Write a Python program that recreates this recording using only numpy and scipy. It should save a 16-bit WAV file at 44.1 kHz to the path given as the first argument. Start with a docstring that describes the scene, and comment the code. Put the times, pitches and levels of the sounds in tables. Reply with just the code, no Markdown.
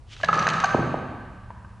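"""In a large, hard-walled gym, a lifter snatches a barbell from the floor to overhead. The bar brushes
up the thighs, the rubber plates clank and thud on their sleeves (the ends of the bar), and the steel
collars click and rattle through the pull. Both shoes stamp on the wooden platform, the loaded bar hums
and knocks faintly overhead, and the hall rings on over a low ventilation rumble."""
import sys
import numpy as np
from scipy import signal
from scipy.fft import rfft, irfft, next_fast_len
from scipy.io import wavfile

SR = 44100
rng = np.random.default_rng(int(sys.argv[2]) if len(sys.argv) > 2 else 0)


def waveform_to_disk(signal):
    """Save audio, clipped to [-1, 1], as 16-bit WAV at the path in sys.argv[1]."""
    frames = np.transpose(np.atleast_2d(signal))
    scaled = np.clip(frames, -1, 1) * 32767
    samples = np.round(scaled).astype(np.int16)
    wavfile.write(sys.argv[1], SR, samples)


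N = 79380
T = np.arange(N) / SR
RING_T = T[:SR // 5]  # the clock for one hit

# Plate hits; the one at 0.33 s is the loud clank's echo off the far wall. Each favours two tones:
# t/s, level/dB, main f/Hz, second f/Hz, second level/dB, level of all tones/dB, onset/s
PLATE_HITS = [(.2000, -40, 1270, 1680, -3, 2, 0.0019), (.2335, -2, 1680, 655, -5, -30, .0036),
              (.2866, 2, 1260, 1150, -8, -28, .0030), (0.3292, -15.5, 1140, 1300, 9, -16, 0.00084),
              (.4683, -7.5, 1740, 710, -3, -13, .0004), (.4780, -7.5, 1220, 611, -6, -18.5, 0.00033),
              (.4885, -52, 1200, 1710, -20, -13, 0.0004), (.5790, -21, 1600, 655, 0, -30, 0.004),
              (.6368, -4, 1150, 1574, -23, -14, 0.0022), (.6420, -5, 770, 1560, -1, -17, .003),
              (1.5040, -23.5, 975, 1834, -18.5, -26, 0.00062), (1.5460, -34, 950, 1170, -15, -29, 0.0023),
              (1.6460, -40, 1620, 1160, 0, -4.5, 0.0018)]
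def plates():
    """The plates clank in the pull and knock softly overhead; returns rings and scuffs apart."""
    out = np.zeros((2, N))
    for s, db, main_hz, second_hz, second_db, others_db, onset_s in PLATE_HITS:
        others = amp(others_db) * rng.choice([-1, 1], len(PLATE_TONES))
        favoured = favour(PLATE_TONES, main_hz) + amp(second_db) * favour(PLATE_TONES, second_hz)
        add(out, s, amp(db) * clank(favoured + others, onset_s))
    return out

# The tones of a plate on its sleeve: f/Hz, level/dB, ring time/s
PLATE_TONES = [(655, 0, .028), (770, 0, .028), (950, -2, .024), (1150, -1, .028), (1270, 0, .032),
               (1560, 0, .028), (1680, 0, .03), (1800, -3, .022), (2550, -8, .02), (2870, -8, .025)]
# The noise of plate meeting sleeve: f/Hz, level/dB
SCUFF_COLOUR = [(60, -44), (300, -20.5), (600, 3), (1800, -7.5), (2300, -8.5), (3000, -22), (5000, -27.5),
                (10000, -59)]
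def clank(weights, onset_s, t=RING_T):
    """A plate drops against its sleeve: a ring cut short by the rubber, and a scuff."""
    body = ring(PLATE_TONES, weights, t)
    scuff = amp(-14.5) * np.linalg.norm(weights) * noise(SCUFF_COLOUR, len(t)) * fade(t, ring_s=.048)
    return np.array([body, scuff]) * rise(onset_s)

# Collar hits, each with one tone that pings out: t/s, level/dB, ping f/Hz, ping level/dB
COLLAR_HITS = [(0.165, -42, 3730, -4), (0.2118, -37.5, 2940, 4), (0.2323, -32.5, 2920, 11.5),
               (0.2447, -24, 3850, -2), (0.2586, -35, 7540, -12), (0.285, -33.5, 2390, 18.5),
               (0.33, -51, 3920, -12), (0.3407, -31, 6200, 3.5), (0.3918, -28, 5880, 11.5),
               (0.3958, -32, 6200, -2), (0.4244, -28, 4290, -10), (0.47, -24.5, 6230, -5),
               (0.488, -21, 6480, 5.5), (0.5009, -24.5, 4100, 5), (0.5355, -27.5, 4290, -10),
               (0.6015, -25, 6300, -1.5), (0.6422, -25.5, 6330, 8.5), (0.6564, -28.5, 4290, 2.5)]
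def collars():
    """The collars click sharply as the loose sleeves knock into place."""
    out = np.zeros(N)
    for s, db, ping_hz, ping_db in COLLAR_HITS:
        add(out, s, amp(db) * click(amp(ping_db) * favour(STEEL_TONES, ping_hz)))
    return out

# The tones of the steel sleeve and collar: f/Hz, level/dB, ring time/s
STEEL_TONES = [(2550, -8.5, 0.024), (2910, -5, 0.021), (3866, -0.5, 0.028), (4280, 0.5, 0.017),
               (4670, -2, 0.023), (5973, -7.5, 0.023), (6260, -5.5, 0.016), (6530, -18.5, 0.04),
               (7260, -19, .02)]
# The noise of steel meeting steel: f/Hz, level/dB
CRACK_COLOUR = [(500, 6.5), (2500, 16), (4500, 3), (6500, 0), (8000, -8.5), (10500, -20.5)]
def click(ping=0):
    """Steel hits steel: a crack and a short, bright ring in which some tones may ping out."""
    count = len(STEEL_TONES)
    weights = amp(-7 + 2 * rng.standard_normal(count)) * rng.choice([-1, 1], count)
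    body = ring(STEEL_TONES, weights, detuned()) + ring(STEEL_TONES, ping * np.ones(count), RING_T)
    crack = amp(1.5) * noise(CRACK_COLOUR, len(RING_T)) * fade(RING_T, ring_s=.026)
    return (body + crack) * rise(onset_s=.0004)

# How loud the metallic shimmer is: t/s, level/dB
SHIMMER_LEVELS = [(.328, -18.5), (.37, -19.5), (.42, -20.5), (.46, -27), (0.518, -27), (.62, -27),
                  (.70, -33), (.76, -51)]
def shimmer(pairs_per_s=170, scatter_db=1.5):
    """A dense metallic shimmer: the loud clank echoing round the hall, then light rattling."""
    out = np.zeros(N)
    times, levels = np.transpose(SHIMMER_LEVELS)
    weights = favour(PLATE_TONES, hz=1209) + .5 * amp(-7)
    for slot in np.arange(times[0], times[-1], 1 / pairs_per_s):
        plate_s, steel_s = slot + rng.random(2) / pairs_per_s
        plate_db, steel_db = np.interp(slot, times, levels) + scatter_db * rng.standard_normal(2)
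        signs = rng.choice([-1, 1], len(PLATE_TONES))
        tiny_clank = clank(weights * signs, onset_s=.0018, t=detuned())
        add(out, plate_s, amp(plate_db) * tiny_clank.sum(axis=0))
        add(out, steel_s, amp(steel_db - 15) * click())
    return out

# Shoes landing; the hit at 0.78 s is the stamp's echo off the far wall:
# t/s, slap level/dB, thump level/dB
SHOE_HITS = [(0.362, -21, -20.5), (0.465, -18, -24.5), (.7450, -6, -6.5), (0.7836, -19.5, -14.5),
             (0.9414, -12, -18.5)]
# The tones of the platform: f/Hz, level/dB, ring time/s
PLATFORM_TONES = [(125, -13, 0.088), (161, -12, 0.038), (260.4, -6, 0.028), (361, -3.5, 0.027),
                  (540, -44, .018)]
def shoes(slap_hz=720, slap_peak_s=.0018, slap_width_s=.001, thump_lag_s=.0034, bass_cut_hz=93):
    """A flat sole slaps the boards, then the platform thumps."""
    out = np.zeros(N)
    from_peak = RING_T - slap_peak_s
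    slap = np.cos(2 * np.pi * slap_hz * from_peak) / np.cosh(from_peak / slap_width_s) ** 2
    slap *= np.minimum(2 * RING_T / slap_peak_s, 1)  # start from silence
    for s, slap_db, thump_db in SHOE_HITS:
        weights = amp(rng.standard_normal(len(PLATFORM_TONES)))
        thump = ring(PLATFORM_TONES, weights, RING_T) * rise(onset_s=.00066)
        add(out, s, amp(slap_db) * slap)
        add(out, s + thump_lag_s, -amp(thump_db) * thump)
    return signal.sosfilt(signal.butter(2, bass_cut_hz, "high", fs=SR, output="sos"), out)

# How loud the low thud is: t/s, level/dB
THUD_LEVELS = [(.20, -56.5), (.26, -42), (.36, -39.5), (.48, -40.5), (.62, -42), (.74, -72)]
# The deep noise of the thud: f/Hz, level/dB
THUD_COLOUR = [(50, -34), (100, -0.5), (140, 2.5), (210, -5), (290, -20), (450, -8.5), (900, -13.5),
               (3000, -90)]
def plate_thud():
    """A low thud and rumble under the plate clanks."""
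    return swell(THUD_LEVELS, THUD_COLOUR)

# The bar's slide up the thighs: t/s, level/dB
SLIDE_LEVELS = [(.07, -71), (.105, -52.5), (.135, -43), (.16, -54.5), (.22, -48.5), (.30, -81)]
# The hiss of rubbed cloth: f/Hz, level/dB
CLOTH_COLOUR = [(300, -23.5), (1400, 6.5), (2500, 8), (3000, 15), (4000, 6), (6500, 2), (8000, -8.5),
                (10500, -18)]
def trousers():
    """The cloth swishes as the bar rubs over it."""
    return swell(SLIDE_LEVELS, CLOTH_COLOUR)

# The tones of the bending bar: f/Hz, level/dB, ring time/s
BAR_TONES = [(114.1, -40, 7.2), (184.7, -46, 8.2), (213.5, -48.5, 9)]
def bar_hum(catch_s=.64, swell_s=.027):
    """Once caught, the bar quivers under its load and hums."""
    t = np.maximum(T - catch_s, 0)
    return ring(BAR_TONES, np.ones(len(BAR_TONES)), t) * (1 - np.exp(-t / swell_s))

# How long the hall echoes: f/Hz, ring time/s
ECHO_TIMES = [(100, 1.8), (220, 1.06), (400, 1.18), (700, 1.24), (1400, 1.66), (3000, 1.75), (6000, 0.85),
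              (10000, 1.54)]
# How strong the echo is, from low to high: f/Hz, level/dB
ECHO_COLOUR = [(80, -13), (200, 12.5), (500, -4), (1200, -0.5), (3000, -3.5), (6000, -3), (10000, 0)]
# How wide the echo is, as side (left minus right) against mid (shared by both): f/Hz, level/dB
ECHO_WIDTH = [(40, -34), (120, -39), (300, -13), (1200, -13.5), (4000, -16), (10000, -53)]
def hall(sound, direct_db=0, far_wall_s=.04, near_db=-6.5):
    """The sound itself, weak echoes from nearby, then the far walls' wash; returns mid and side."""
    hz, t, bands = signal.stft(rng.standard_normal((2, N)), SR, nperseg=512)
    colour = amp(along(ECHO_COLOUR, hz) + np.outer([0, 1], along(ECHO_WIDTH, hz)))
    bands = bands * fade(t, along(ECHO_TIMES, hz)[:, None]) * colour[:, :, None]
    tail = signal.istft(bands, SR, nperseg=512)[1][:, :N]
    tail *= np.where(T < far_wall_s, amp(near_db), 1)
    mid, side = np.sqrt(10 / SR) * signal.fftconvolve(sound[None], tail, axes=1)[:, :N]
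    return np.array([amp(direct_db) * sound + mid, side])

# The rumble of moving air: f/Hz, level/dB
VENT_COLOUR = [(20, -14), (36, 3), (50, 1), (72, 5.5), (120, 2), (160, -17), (220, -18), (400, -22),
               (1000, -23.5), (1600, -33), (3000, -37.5), (4500, -39.5), (7000, -43), (10500, -46)]
def ventilation():
    """Air from the vents rumbles low and steady; returns mid and side."""
    return amp(-45) * np.array([noise(VENT_COLOUR, N), amp(-15) * noise(VENT_COLOUR, N)])

def amp(db):
    """Turn decibels into a multiplier."""
    return 10 ** (np.asarray(db) / 20)

def along(points, hz):
    """Read a table between its rows, on a scale of pitch."""
    f, values = np.transpose(points)
    return np.interp(np.log(hz + 1), np.log(f + 1), values)

def noise(colour, size):
    """Noise of strength 1, with the given balance of low and high."""
    gains = amp(along(colour, np.fft.rfftfreq(size, 1 / SR)))
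    x = irfft(rfft(rng.standard_normal(size)) * gains, size)
    return x / np.sqrt(np.mean(x ** 2) + 1e-20)

def swell(levels, colour):
    """Noise that grows and fades along a table of levels."""
    s, db = np.transpose(levels)
    return amp(np.interp(T, s, db)) * noise(colour, N) * (T > s[0]) * (T < s[-1])

def rise(onset_s):
    """The soft start of a hit."""
    return 1 - np.exp(-(RING_T / onset_s) ** 2)

def fade(t, ring_s):
    """Die away by 60 dB in one ring time."""
    return 1000. ** (-t / ring_s)

def ring(tones, weights, t):
    """Add up fading tones, each with its own weight."""
    hz, db, ring_s = np.transpose(tones)[:, :, None]
    return weights @ (amp(db) * np.sin(2 * np.pi * hz * t) * fade(t, ring_s))

def favour(tones, hz):
    """Weights that pick out the tones within about 6% of a pitch."""
    return np.exp(-(np.log(np.transpose(tones)[0] / hz) / .062) ** 2)

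def detuned():
    """A clock that runs a little fast or slow, so no two small hits ring alike."""
    return RING_T * (1 + .025 * rng.standard_normal())

def add(track, s, sound):
    """Mix a sound in at s seconds."""
    part = track[..., max(round(s * SR), 0):][..., :sound.shape[-1]]
    part += sound[..., :part.shape[-1]]

def scene(lean_right_db=.34):
    """Barbell and lifter set the hall ringing, near the centre; returns left and right."""
    air = ventilation()
    rings, scuffs = plates()
    clatter = hall(rings) + hall(scuffs, direct_db=-6)  # scuffs are hidden between the plates
    clatter += hall(shimmer(), direct_db=.5) + hall(collars())
    mid, side = clatter + hall(shoes() + plate_thud() + trousers()) + air
    balance = amp([[-lean_right_db], [lean_right_db]])
    return np.array([mid + side, mid - side]) * balance + bar_hum()

def record(dry):
    """Cut away the very highest treble."""
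    top_hz = 10900
    size = next_fast_len(N + SR // 2)
    return irfft(rfft(dry, size) * (np.fft.rfftfreq(size, 1 / SR) < top_hz), size)[:, :N]

dry = scene()
out = record(dry)
waveform_to_disk(out)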